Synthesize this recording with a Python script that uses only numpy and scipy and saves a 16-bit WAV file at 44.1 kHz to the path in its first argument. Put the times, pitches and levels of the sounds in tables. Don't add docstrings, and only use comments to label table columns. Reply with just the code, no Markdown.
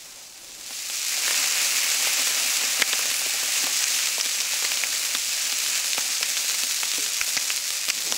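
import sys
import numpy as np
from scipy import signal
from scipy.fft import rfft, irfft
from scipy.io import wavfile
from scipy.ndimage import uniform_filter1d, map_coordinates

SR = 44100
rng = np.random.default_rng(int(sys.argv[2]) if len(sys.argv) > 2 else 0)


def gain_from_db(level_db):
    decades = np.asarray(level_db, float) / 20
    return 10 ** decades


def persist_wave(psi):
    counts = np.round(np.clip(psi, -1, 1) * 32767).astype(np.int16)
    wavfile.write(sys.argv[1], SR, np.atleast_2d(counts).T)


N = 360297

# time [s], sizzle level [dB].
BOIL = [(0, -41), (.37, -42.5), (.6, -39), (.85, -31.5), (1.13, -26.5), (1.3, -24.5), (2.07, -24),
        (2.6, -25), (2.95, -26), (3.73, -24.5), (4.36, -27), (4.66, -26), (5.2, -27), (5.77, -26),
        (6.07, -27), (6.6, -27), (7.6, -28), (8.17, -29.5)]
# frequency [Hz], gain [dB].
CRACK_SPECTRUM = [(30, -54), (300, -23), (1200, -1.5), (2500, -0.5), (6500, 3), (9000, -0.5), (17000, -13)]
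PRESS_S, PRESS_RISE_S = 1.11, 0.055


def unit(x):
    return x / np.sqrt(np.mean(x ** 2) + 1e-20)


def curves(rows):
    s, *cols = np.transpose(rows)
    return [np.interp(np.arange(N) / SR, s, c) for c in cols]


def wobble(rate_hz):
    knots = rng.standard_normal(int(N * rate_hz / SR) + 4)
    return map_coordinates(knots, [np.arange(N) * rate_hz / SR])


def step(s, rise_s):
    return (1 + np.tanh((np.arange(N) / SR - s) / rise_s)) / 2


def coloured(x, points):
    size = 2 ** 13
    f, db = np.transpose(points)
    hz = np.fft.rfftfreq(size, 1 / SR)
    gain = gain_from_db(np.interp(np.log(hz + 1), np.log(f + 1), db))
    cepstrum = irfft(np.log(gain))
    cepstrum[1:size // 2] *= 2
    cepstrum[size // 2 + 1:] = 0
    impulse = irfft(np.exp(rfft(cepstrum)))[:size // 2]
    return signal.fftconvolve(x, impulse)[:N]


def peak(points):
    return np.abs(coloured(np.arange(N) == 0, points)).max()


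def garden():
    # frequency [Hz], level [dB per Hz].
    murmur = [(15, -6), (25, -6), (60, -8), (110, -16), (200, -10), (300, -12), (345, -1), (420, -10),
              (1000, -42)]
    # time [s], level [dB].
    far_level = [(0, -67), (.6, -62.5), (1.3, -74), (8.17, -90)]
    level_db = curves(far_level)[0] + 2 * wobble(3.8)
    return gain_from_db(level_db) * unit(coloured(rng.standard_normal(N), murmur))


def fire():
    # frequency [Hz], level [dB per Hz].
    rumble = [(15, -10), (25, 7.5), (50, -10), (110, 1.5), (200, -4.5), (400, -21)]
    # frequency [Hz], level [dB per Hz].
    flare = [(20, -40), (100, -19), (190, -2), (300, -2), (500, -3), (900, -5), (3000, -53)]
    embers_db, flare_s, flare_rise_s, flare_db = -69.5, 8.0, 0.089, -44
    draught_db = embers_db + 1.9 * wobble(3.61) + 1.5 * wobble(8.7)
    embers = gain_from_db(draught_db + 2.5) * unit(coloured(rng.standard_normal(N), rumble))
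    roar = step(flare_s, flare_rise_s) * gain_from_db(flare_db + 2.5 * wobble(25))
    return embers + roar * unit(coloured(rng.standard_normal(N), flare))


def note():
    note_hz, width_hz, note_db, end_s = 778, 18, -55, 3.87
    b, a = signal.iirpeak(note_hz, note_hz / width_hz, SR)
    ring = unit(signal.lfilter(b, a, rng.standard_normal(N)))
    gate = step(PRESS_S, PRESS_RISE_S) * (1 - step(end_s, 0.2))
    return gain_from_db(note_db + 2.5 * wobble(6)) * ring * gate


def knocks():
    # time [s], frequency [Hz], level [dB], decay by 60 dB [s].
    drum_knocks = [(3.091, 130, -44, .05), (3.639, 258, -31, 0.06), (4.21, 60, -50, .04), (6.63, 260, -44, 0.13),
                   (6.981, 278, -29.5, 0.067), (6.99, 424, -42, 0.48), (7.212, 50, -36, 0.037),
                   (7.2135, 595, -23, 0.0074), (7.2127, 1470, -10, 0.0098), (7.369, 141, -38, 0.051),
                   (7.37, 260, -36, 0.056)]
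    t = np.arange(SR // 4) / SR
    out = np.zeros(N + SR)
    for s, hz, db, t60_s in drum_knocks:
        drift = np.cumsum(0.032 * rng.standard_normal(len(t)))
        ring = np.sin(2 * np.pi * hz * t + drift)
        attack = 1 - np.exp(-t / 0.0011)
        out[round(s * SR):][:len(t)] += gain_from_db(db - 60 * t / t60_s) * ring * attack
    return out[:N]


def ticks():
    # time [s], peak [dB].
    clear_ticks = [(1.0843, -6), (1.362, -7.9), (1.3996, -9), (1.5105, -8.0), (1.7771, -7.3),
                   (2.2931, -7.1), (2.434, -10), (2.4772, -10), (4.1822, -8.6), (4.2538, -8.7),
                   (4.9809, -9.6), (4.9955, -8.2), (5.1712, -6), (5.3315, -10), (5.4413, -12), (5.588, -5),
                   (5.6766, -9.3), (5.8588, -9.6), (5.8686, -9.0), (6.0794, -8.1), (6.2957, -6),
                   (6.4812, -6), (6.5792, -12), (6.636, -7.4), (6.6798, -12), (6.7458, -9.5),
                   (6.9563, -8.1), (6.9763, -8.4), (7.5624, -4), (7.8639, -10.6)]
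    # frequency [Hz], gain [dB].
    spectrum = [(30, -70), (1000, -17), (3000, -1), (7000, 1), (11000, -4), (17000, -13)]
    gain_db, rate_hz, over_sizzle_db, scatter_db = -0.5, 30, 10, 2.5
    size_db = curves(BOIL)[0] + over_sizzle_db + np.minimum(scatter_db * rng.exponential(1, N), 9)
    spikes = (rng.random(N) < rate_hz / SR) * gain_from_db(size_db)
    s, db = np.transpose(clear_ticks)
    spikes[np.round(s * SR).astype(int)] = gain_from_db(db + gain_db)
    return coloured(spikes * rng.choice([-1, 1], N), spectrum) / peak(spectrum)


def cracks():
    # time [s], low ring [Hz], its level [dB], high ring [Hz], its level [dB].
    bursts = [(2.8208, 2780, -4, 3900, -6), (2.8239, 2150, 0, 6650, -15), (2.9298, 2500, -16, 3500, -11),
              (2.9337, 1700, -16, 3500, -15), (3.841, 2560, -13, 5800, -8), (4.211, 3300, -17, 5170, -7),
              (4.4036, 2500, -18, 6200, -12), (4.6496, 2020, -15.5, 4290, -18),
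              (4.8368, 2320, -8, 6370, -19), (5.1497, 1510, -16, 4200, -11), (5.9325, 2350, -18, 4560, -9),
              (5.981, 2650, -16, 4850, -18), (6.229, 2500, -10, 4850, -9), (7.2135, 2370, -7.5, 5600, -13),
              (7.3677, 1200, -21, 5070, -9.5), (7.375, 2190, -8.5, 5200, -16),
              (7.5032, 2800, -11.5, 5240, -21), (7.901, 2600, -7, 5600, -7.5),
              (7.9046, 2400, -11, 6100, -15), (8.1236, 3450, -13.5, 5400, -9)]
    life_cycles = 3.1
    t = np.arange(SR // 4) / SR
    out = np.zeros(N + SR)
    for s, low_hz, low_db, high_hz, high_db in bursts:
        mean_hz = np.average([low_hz, high_hz], weights=gain_from_db([low_db, high_db]))
        life_ms = life_cycles * 1e3 / mean_hz
        hold = np.exp(-(t / (0.0013 * life_ms)) ** 2)
        tail = 0.1 * np.exp(-t / 0.0026) * rng.standard_normal(len(t))
        low = gain_from_db(low_db) * (hold * np.sin(2 * np.pi * low_hz * t) + tail)
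        drift = np.cumsum(0.36 * rng.standard_normal(len(t)))
        high = gain_from_db(high_db) * hold * np.sin(2 * np.pi * high_hz * t + drift)
        out[round(s * SR):][:len(t)] += low + high
    return coloured(out[:N], CRACK_SPECTRUM)


def bubbles():
    # time [s], peak [dB], ring [Hz], thump [dB].
    fat_pops = [(.8998, -10, 3490, -32), (1.2803, -5, 1970, -30), (1.3094, 0, 2320, -28),
                (1.3448, -4, 3070, -37), (1.4426, -3, 2780, -32), (2.3085, -15, 3600, -31),
                (2.798, -4, 2130, -22), (2.8202, 0, 2470, -15), (2.9367, -15, 2990, -30),
                (2.993, -17, 3280, -21), (3.114, -5, 3300, -34), (3.642, -7, 2940, -32),
                (3.6692, -5, 3100, -24), (4.2599, -5, 6200, -31), (4.535, -8, 3860, -30),
                (4.7185, -4.5, 2530, -29), (4.773, -4, 4530, -33), (4.995, -16, 5140, -37),
                (5.1536, -2.5, 3540, -30), (5.5256, -4.5, 3620, -29), (5.9476, -7, 5500, -36),
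                (6.498, -4.5, 2980, -34), (6.6354, -3, 4820, -28.5), (6.8318, -6, 2430, -25),
                (6.8341, -3.5, 3090, -37), (6.9368, -6, 3810, -34), (7.372, -6, 7500, -34),
                (7.5032, -8, 2620, -39), (7.884, -6, 3000, -29), (6.6315, -10, 4530, -40)]
    # time [s], peak [dB], ring [Hz].
    spits = [(3.99, -4.5, 3000), (1.581, -3, 5370), (2.273, -7, 4030), (2.6139, -8, 5130),
             (2.947, -11, 2640), (4.0716, -4, 4750), (4.2005, -6, 3560), (4.2533, -10, 3400),
             (4.4085, -5, 6000), (5.05, -9, 3940), (7.291, -13, 5500), (4.59, -8, 5200), (5.663, -5, 3800),
             (5.7596, -8, 3020), (5.845, -7, 4150), (5.977, -11, 3720), (7.2882, -12, 7000),
             (6.232, -4, 3250), (6.3695, -4.5, 3590), (6.3747, -5, 3670), (6.544, -11, 3670),
             (6.509, -6, 4700), (6.7113, -6.5, 5170), (6.9165, -6, 5100), (7.063, -7, 3960),
             (7.577, -7, 4980), (7.7049, -5.5, 4700), (7.888, -3, 5000), (7.978, -9, 5150),
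             (8.0217, -9, 3990)]
    # time [s], thump [dB].
    thuds = [(.4955, -44), (.7078, -31), (1.1782, -36), (1.406, -36), (2.072, -26), (2.6383, -28.5),
             (2.93, -26), (2.9328, -25), (3.0555, -31), (3.2178, -26), (3.263, -26), (3.432, -26.5),
             (3.6381, -27), (4.182, -25), (7.279, -34), (4.625, -26.5), (4.6467, -26), (4.8365, -32),
             (5.1498, -27), (5.6862, -32), (5.981, -21.5), (5.9846, -31), (6.2108, -32), (6.445, -34),
             (6.981, -28), (7.2137, -29), (7.368, -23.5), (7.3808, -35), (7.905, -27), (8.1242, -19.5)]
    pop_cycles, spit_cycles, thud_cycles = 0.72, 0.88, 1.1
    spit_thump_db, thud_hz, thud_over_db = -41, 3000, 5
    rows = [(s, db, hz, thump_db, pop_cycles * 1e3 / hz) for s, db, hz, thump_db in fat_pops]
    rows += [(s, db, hz, spit_thump_db, spit_cycles * 1e3 / hz) for s, db, hz in spits]
    for s, thump_db in thuds:
        crack_db = min(thump_db + thud_over_db, -17)
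        rows.append((s, crack_db, thud_hz, thump_db, thud_cycles * 1e3 / thud_hz))
    return np.transpose(rows)[:, :, None]


def pops():
    # frequency [Hz], gain [dB].
    thump = [(20, -45), (120, -14.5), (200, -8.5), (258, 2.5), (330, -6), (430, 2.5), (700, 2.5),
             (1200, 1.5), (3000, -13)]
    # frequency [Hz], gain [dB].
    snap = [(30, -70), (1000, -14), (2500, 0), (8000, 0), (11000, -9), (17000, -13)]
    t = np.arange(512) / SR
    s, db, hz, thump_db, life_ms = bubbles()
    at = np.round(s * SR).astype(int)
    shape = (len(s), len(t))

    def placed(waves):
        return np.bincount((at + np.arange(len(t))).ravel(), waves.ravel(), N + SR)[:N]

    fade = np.exp(-t / (0.00079 * life_ms))
    ring = 0.89 * np.sin(2 * np.pi * hz * t) * fade
    splatter = 0.28 * rng.standard_normal(shape) * fade ** 0.15 * np.minimum(life_ms / 0.48, 1)
    crack = placed(gain_from_db(db) * (ring + splatter))
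    push = rng.standard_normal(shape) * np.exp(-t / 0.0029) + 11 * (t == 0)
    push /= np.linalg.norm(push, axis=1, keepdims=True)
    blows = placed(gain_from_db(thump_db + 15.0) * push)
    front = 0.8 * (1 - np.minimum(life_ms, 0.7)) * gain_from_db(db)
    fronts = np.bincount(at.ravel(), front.ravel(), N)
    out = coloured(crack, CRACK_SPECTRUM)
    out = out + coloured(blows, thump) / peak(thump)
    return out + coloured(fronts, snap) / peak(snap)


def levels():
    open_db, closed_db, dries_db_per_s = -8.5, -4.5, 0.57
    drum_far_db, drum_open_db, drum_pressed_db, drum_fades_db_per_s = -57, -24.5, -20, 0.74
    fizz_db, = curves(BOIL)
    pressed = step(PRESS_S, PRESS_RISE_S)
    since_s = np.maximum(np.arange(N) / SR - PRESS_S, 0)
    cavity_db = fizz_db + open_db + pressed * (closed_db - open_db) - dries_db_per_s * since_s
    drum_db = fizz_db + drum_open_db + pressed * (drum_pressed_db - drum_open_db)
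    drum_db = np.maximum(drum_db - drum_fades_db_per_s * since_s, drum_far_db)
    return fizz_db, cavity_db, drum_db


def sizzle():
    # time [s], steady share of the sizzle [0-1], size scatter [dB], spray [dB].
    seats = [
        (0, 0.52, 3.5, -7),
        (.58, 0.43, 3.5, -7),
        (.7, 0.59, 5, -6.5),
        (4.6, 0.61, 5, -7),
        (4.8, 0.6, 4.5, -7),
        (8.17, 0.39, 6, -7),
    ]
    # frequency [Hz], level [dB per Hz].
    film_spectrum = [(30, -84), (1000, -36), (2500, -7.5), (3500, -4), (5000, -1.5), (6800, -0.5),
                     (7800, -2), (9000, -12), (12000, -32.5)]
    spray_spectrum = [(30, -90), (4000, -31), (8000, -5.5), (9500, 0.5), (12500, -4.5), (13700, -9.5),
                      (14800, -5.5), (17000, -3.5)]
    cavity_spectrum = [(30, -96), (500, -40.5), (1100, -11), (1800, -5.5), (2600, 0.5), (3000, -3),
                       (3600, -17.5), (6000, -22)]
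    drum_spectrum = [(20, -54), (120, -18.5), (200, -13.5), (258, -1.5), (320, -8), (430, -5), (480, -3),
                     (570, 1.5), (710, -1.5), (780, 1.5), (900, -3), (1400, -3.5), (3000, -30)]
    fizz_db, cavity_db, drum_db = levels()
    steady, scatter_db, spray_db = curves(seats)
    clumps = gain_from_db(1.2 * wobble(30) + 3 * wobble(170))
    bursts = rng.random(N) < 2000 / SR * clumps
    size_db = scatter_db * rng.exponential(1, N)
    share = np.clip(steady, 0, 1)

    def body(points, own_db, swell_db):
        click_db = np.minimum(size_db + own_db * rng.standard_normal(N), 20)
        clicks = unit(bursts * gain_from_db(click_db))
        hiss = unit(rng.standard_normal(N) * clumps ** 0.047 * gain_from_db(swell_db * wobble(20)))
        return unit(coloured(np.sqrt(1 - share) * clicks + np.sqrt(share) * hiss, points))

    film = gain_from_db(fizz_db - 0.92) * body(film_spectrum, own_db=4.0, swell_db=0.82)
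    spray = gain_from_db(fizz_db + spray_db) * body(spray_spectrum, own_db=5, swell_db=1.25)
    cavity = gain_from_db(cavity_db - 1.03) * body(cavity_spectrum, own_db=4.5, swell_db=1.16)
    drum = gain_from_db(drum_db + 1.5) * body(drum_spectrum, own_db=7.5, swell_db=2.0)
    return film + spray + cavity + drum


def lid(x):
    # delay [ms], level [dB].
    answers = [(1.7, -30), (3.9, -26), (7.7, -23)]
    tail_t60_s, tail_db, hop = 0.068, -9.0, 32
    copies = sum(gain_from_db(db) * np.pad(x, (round(ms * SR / 1000), 0))[:N] for ms, db in answers)
    z = signal.stft(x, nperseg=128, noverlap=128 - hop)[2]
    keep = gain_from_db(-60 * (hop / SR) / tail_t60_s) ** 2
    power = signal.lfilter([0, 0, 1 - keep], [1, -keep], np.abs(z) ** 2, axis=1)
    power[0] = 0
    grain = signal.stft(rng.standard_normal(N), nperseg=128, noverlap=128 - hop)[2]
    grain = grain / np.sqrt(np.mean(np.abs(grain) ** 2))
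    tail = signal.istft(np.sqrt(power) * grain, nperseg=128, noverlap=128 - hop)[1]
    return x + copies + gain_from_db(tail_db) * tail[:N]


def scene():
    plate = lid(sizzle() + pops() + cracks() + knocks() + ticks())
    mono = plate + fire() + garden() + note()
    return np.array([mono, mono])


def top_cut(x):
    return signal.sosfilt(signal.butter(12, 16920, fs=SR, output="sos"), x)


def record(dry):
    low_hz, top_hz, ceiling_db, threshold_db, recovery_db_per_s = 12, 15750, -6.6, -17, 130
    hz = np.fft.rfftfreq(N, 1 / SR)
    band = (hz > low_hz) & (hz < top_hz)
    power = np.abs(uniform_filter1d(dry[0] ** 2, size=90))
    over_db = np.clip(10 * np.log10(power + 1e-12) - threshold_db, 0, 8)
    creep_db = recovery_db_per_s * np.arange(N) / SR
    duck_db = np.maximum.accumulate(0.85 * over_db + creep_db) - creep_db
    late_db = uniform_filter1d(np.pad(duck_db, (220, 0))[:N], size=160)
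    x = irfft(rfft(dry) * band, N) * gain_from_db(-late_db)
    x = x / (1 + np.abs(x / gain_from_db(ceiling_db)) ** 6) ** (1 / 6)
    return top_cut(irfft(rfft(x) * band, N))


dry = scene()
out = record(dry)
persist_wave(out)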